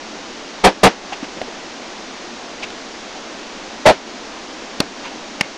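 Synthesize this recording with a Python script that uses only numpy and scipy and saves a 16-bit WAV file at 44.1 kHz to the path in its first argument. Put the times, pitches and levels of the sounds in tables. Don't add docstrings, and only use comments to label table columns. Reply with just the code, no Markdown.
import sys
import numpy as np
from scipy import signal
from scipy.fft import rfft, irfft
from scipy.io import wavfile

SR = 44100
rng = np.random.default_rng(int(sys.argv[2]) if len(sys.argv) > 2 else 0)


def generate_wav(signal):
    frames = np.transpose(np.atleast_2d(signal))
    scaled = np.clip(frames, -1, 1) * 32767
    pcm = np.round(scaled).astype(np.int16)
    wavfile.write(sys.argv[1], SR, pcm)


N = 245637
HIT_TIME = np.arange(SR // 2) / SR
CUTOFF_HZ = 15900

# f/Hz, level/dB
HISS_SPECTRUM = [(25, -11), (90, -21), (145, -19), (215, -3), (330, -1.5), (420, -5.5), (750, -5.5),
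                 (1300, -10), (3000, -13), (6000, -14.5), (7000, -18.5), (8000, -30), (10300, -43.5),
                 (12000, -54)]
# f/Hz, level/dB
GRIT_SPECTRUM = [(200, -12), (900, -3.5), (1700, -1), (2700, 6), (3800, -4), (6500, -7), (8500, -22.5),
                 (11000, -48)]
# f/Hz, level/dB
CRACK_SPECTRUM = [(100, 4.5), (700, -5.5), (2000, -2), (4500, -7.5), (7000, -13.5), (10000, -13),
                  (12000, -48)]
# f/Hz, level/dB
SCATTER_SPECTRUM = [(30, -50), (120, -7), (240, -4), (450, 3.5), (750, 5), (1100, -5), (2000, -9),
                    (4500, -17.5), (7000, -29.5), (11000, -39), (16000, -67)]
# f/Hz, level/dB
YARD_SPECTRUM = [(100, -20), (300, -3), (700, -7.5), (1500, -8), (3000, -13), (6000, -17), (11000, -52)]
# t/s, level/dB, half length/s, body f/Hz, grit/dB
RUBS = [(1.134, -31.5, 0.0089, 800, 4), (1.244, -31.5, 0.0057, 500, -0.5), (1.379, -26.5, 0.0094, 350, -12),
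        (1.481, -30, 0.0067, 440, -10), (2.637, -31, 0.0082, 720, 7.5), (3.164, -36.5, 0.016, 750, -5),
        (5.063, -29.5, 0.015, 936, -2.5)]
# t/s, rise/s, thump level/dB, thump f/Hz, thump t60/s, snap level/dB, snap f/Hz, snap t60/s
KNOCKS = [(1.121, 0.004, -13.5, 776, 0.034, -30, 2900, .02),
          (1.226, 0.0058, -3, 280, 0.027, -32, 2700, 0.038),
          (1.4145, 0.0019, -4, 646, 0.013, -15, 2260, 0.016),
          (2.702, 0.002, -40, 312, .03, -18, 3220, 0.015), (4.8023, 0.0015, 8, 241, 0.013, 13, 4250, 0.01),
          (5.154, 0.0043, -21, 324, 0.047, -45, 1490, .02),
          (5.4086, 0.0022, -13, 183, 0.027, 7.5, 2340, 0.017)]
# f/Hz, level/dB, t60/s
BALL_GROUND_MODES = [(194.2, -4, 0.16), (260.7, -9, 0.11), (319.7, -8, 0.083), (400.4, -3, 0.14),
                     (447.5, -5.5, 0.095), (557.4, -5.5, 0.095), (764, -7.5, 0.1), (864.6, -8, 0.15),
                     (933.6, -3, 0.14)]
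# t/s, level/dB, rise/s, hold by near reflections/s, fall t60/s, ring f/Hz, ring/dB, bass/dB, crack/dB
LANDINGS = [(0.6336, 11, 0.017, 0.034, 0.13, 738, -6, 0.5, -2),
            (0.829, 8.5, 0.0091, 0.047, 0.047, 735, -2, 3.5, 1.5),
            (3.8504, 9.5, 0.014, 0.052, 0.1, 616, 3, -11.5, -17)]


def from_db(db):
    return 10 ** (np.asarray(db) / 20)


def unit_power(x):
    return x / np.sqrt(np.mean(x ** 2) + 1e-20)


def low_pass(x, hz, order):
    return signal.sosfilt(signal.butter(order, min(hz, CUTOFF_HZ), fs=SR, output="sos"), x)


def high_pass(x, hz):
    return signal.sosfilt(signal.butter(2, hz, "high", fs=SR, output="sos"), x)


def coloured(x, spectrum):
    hz, db = np.transpose(spectrum)
    bin_hz = np.maximum(np.fft.rfftfreq(len(x), 1 / SR), 1)
    gain = from_db(np.interp(np.log(bin_hz), np.log(hz), db))
    return unit_power(irfft(rfft(x) * gain, len(x)))


def noise(spectrum, size=len(HIT_TIME)):
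    return coloured(rng.standard_normal(size), spectrum)


def resonant_noise(hz, width_hz):
    radius = np.exp(-np.pi * width_hz / SR)
    poles = [1, -2 * radius * np.cos(2 * np.pi * hz / SR), radius ** 2]
    return unit_power(signal.lfilter([1, 0, -1], poles, rng.standard_normal(len(HIT_TIME))))


def decay(t60):
    return from_db(-60 * HIT_TIME / t60)


def held(hold_s, t60):
    return np.interp(HIT_TIME - hold_s, HIT_TIME, decay(t60))


def build_up(rise_s, power=2):
    return np.minimum(HIT_TIME / rise_s, 1) ** power


def ring(hz, t60):
    return np.sin(2 * np.pi * hz * HIT_TIME) * decay(t60)


def blurred_ring(hz, width_hz):
    wander = np.cumsum(rng.standard_normal(len(HIT_TIME))) * np.sqrt(2 * np.pi * width_hz / SR)
    return np.sin(2 * np.pi * hz * HIT_TIME + wander)


def add(track, start_s, sound):
    start = round(start_s * SR)
    track[start:start + len(sound)] += sound[:N - start]


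def hiss(level_db=-32):
    return from_db(level_db) * noise(HISS_SPECTRUM, size=N)


def wall_echo(x, delay_s=0.013, rise_s=0.013, t60=0.12, level_db=-20, top_hz=2600):
    paths = rng.standard_normal(len(HIT_TIME)) * build_up(rise_s) * decay(t60)
    response = low_pass(paths / np.linalg.norm(paths), top_hz, order=3)
    out = np.zeros(N)
    add(out, delay_s, from_db(level_db) * signal.fftconvolve(x, response))
    return out


def scuffs(body_width_hz=100.0, grain_spread_db=2.0, grains_per_s=900.0):
    out = np.zeros(N)
    middle_s = HIT_TIME.mean()
    grain_index = (HIT_TIME * grains_per_s).astype(int)
    for peak_s, level_db, half_s, body_hz, grit_db in RUBS:
        stroke = np.exp(-((HIT_TIME - middle_s) / half_s) ** 2 / 2)
        sizes = rng.standard_normal(len(HIT_TIME))[grain_index]
        grains = rng.standard_normal(len(HIT_TIME)) * from_db(grain_spread_db * sizes)
        grit = from_db(grit_db) * coloured(grains, GRIT_SPECTRUM)
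        body = low_pass(resonant_noise(body_hz, body_width_hz), 2 * body_hz, order=2)
        add(out, peak_s - middle_s, from_db(level_db) * stroke * (body + grit))
    return out


def slaps(crack_db=-2.5, scatter_db=-20.5, scatter_t60=0.078, top_at_0_db_hz=7000, db_per_octave=32):
    out = np.zeros(N)
    for start_s, rise_s, thump_db, thump_hz, thump_t60, snap_db, snap_hz, snap_t60 in KNOCKS:
        thump = from_db(thump_db) * ring(thump_hz, thump_t60)
        top_hz = top_at_0_db_hz * 2 ** (snap_db / db_per_octave)
        crack = from_db(crack_db) * low_pass(high_pass(noise(CRACK_SPECTRUM), hz=40), top_hz, order=2)
        snap_ring = blurred_ring(snap_hz, width_hz=0.093 * snap_hz)
        snap = from_db(snap_db) * decay(snap_t60) * (snap_ring + crack)
        scatter = from_db(thump_db + scatter_db) * noise(SCATTER_SPECTRUM) * decay(scatter_t60)
        add(out, start_s, build_up(rise_s) * (thump + snap + scatter))
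    return out


def ball_modes(bass_db, bass_hz=252.0):
    modes = 0
    for k, (hz, level_db, t60) in enumerate(BALL_GROUND_MODES):
        bass_share = 1 / (1 + (hz / bass_hz) ** 8)
        modes += (-1) ** k * from_db(level_db + bass_db * bass_share) * ring(hz, t60)
    return modes


def thuds(sag_t60=0.3, ring_width_hz=74.0, crack_t60=0.16, yard_db=-17.5, yard_t60=0.23):
    out = np.zeros(N)
    for start_s, level_db, rise_s, hold_s, fall_t60, ring_hz, ring_db, bass_db, crack_db in LANDINGS:
        crowding = decay(sag_t60) * held(hold_s, fall_t60)
        modes = ball_modes(bass_db) * crowding ** 0.25
        scatter = noise(SCATTER_SPECTRUM)
        main_ring = from_db(ring_db) * blurred_ring(ring_hz, ring_width_hz)
        crack = from_db(crack_db) * noise(CRACK_SPECTRUM) * decay(crack_t60)
        near = from_db(level_db) * (modes + crowding * (scatter + main_ring + crack))
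        yard = from_db(yard_db) * noise(YARD_SPECTRUM) * held(hold_s, yard_t60)
        flattening = build_up(rise_s, power=2.9)
        add(out, start_s, flattening * (near + yard))
    return out


def scene():
    background = hiss()
    landings = thuds()
    handling = slaps()
    return (background + scuffs() + wall_echo(handling) + handling + landings)[None, :]


def gain_control(x, threshold=1.0, hold_s=0.16, depth_db=2.5, knee_s=0.0015, smooth_s=0.0046):
    t = np.arange(N) / SR
    overload_s = np.cumsum(np.abs(x[0]) > threshold) / SR
    recent_s = overload_s - np.interp(t - hold_s, t, overload_s)
    wanted_cut_db = depth_db * recent_s / (recent_s + knee_s)
    pole = np.exp(-1 / (smooth_s * SR))
    cut_db = signal.lfilter([1 - pole], [1, -pole], wanted_cut_db)
    return x * from_db(-cut_db)


def record(dry, treble_cut_hz=10800.0, ceiling=0.66, asymmetry=0.037, dull_hz=8200.0):
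    band_limited = low_pass(dry, treble_cut_hz, order=10)
    ducked = gain_control(band_limited)
    rail = ceiling * (1 - asymmetry * np.sign(ducked))
    clipped = ducked / (1 + (ducked / rail) ** 8) ** (1 / 8)
    dulled = low_pass(clipped, dull_hz, order=1)
    steep_cut = signal.ellip(10, 0.1, 80, CUTOFF_HZ, fs=SR, output="sos")
    return signal.sosfilt(steep_cut, dulled)


dry = scene()
out = record(dry)
generate_wav(out)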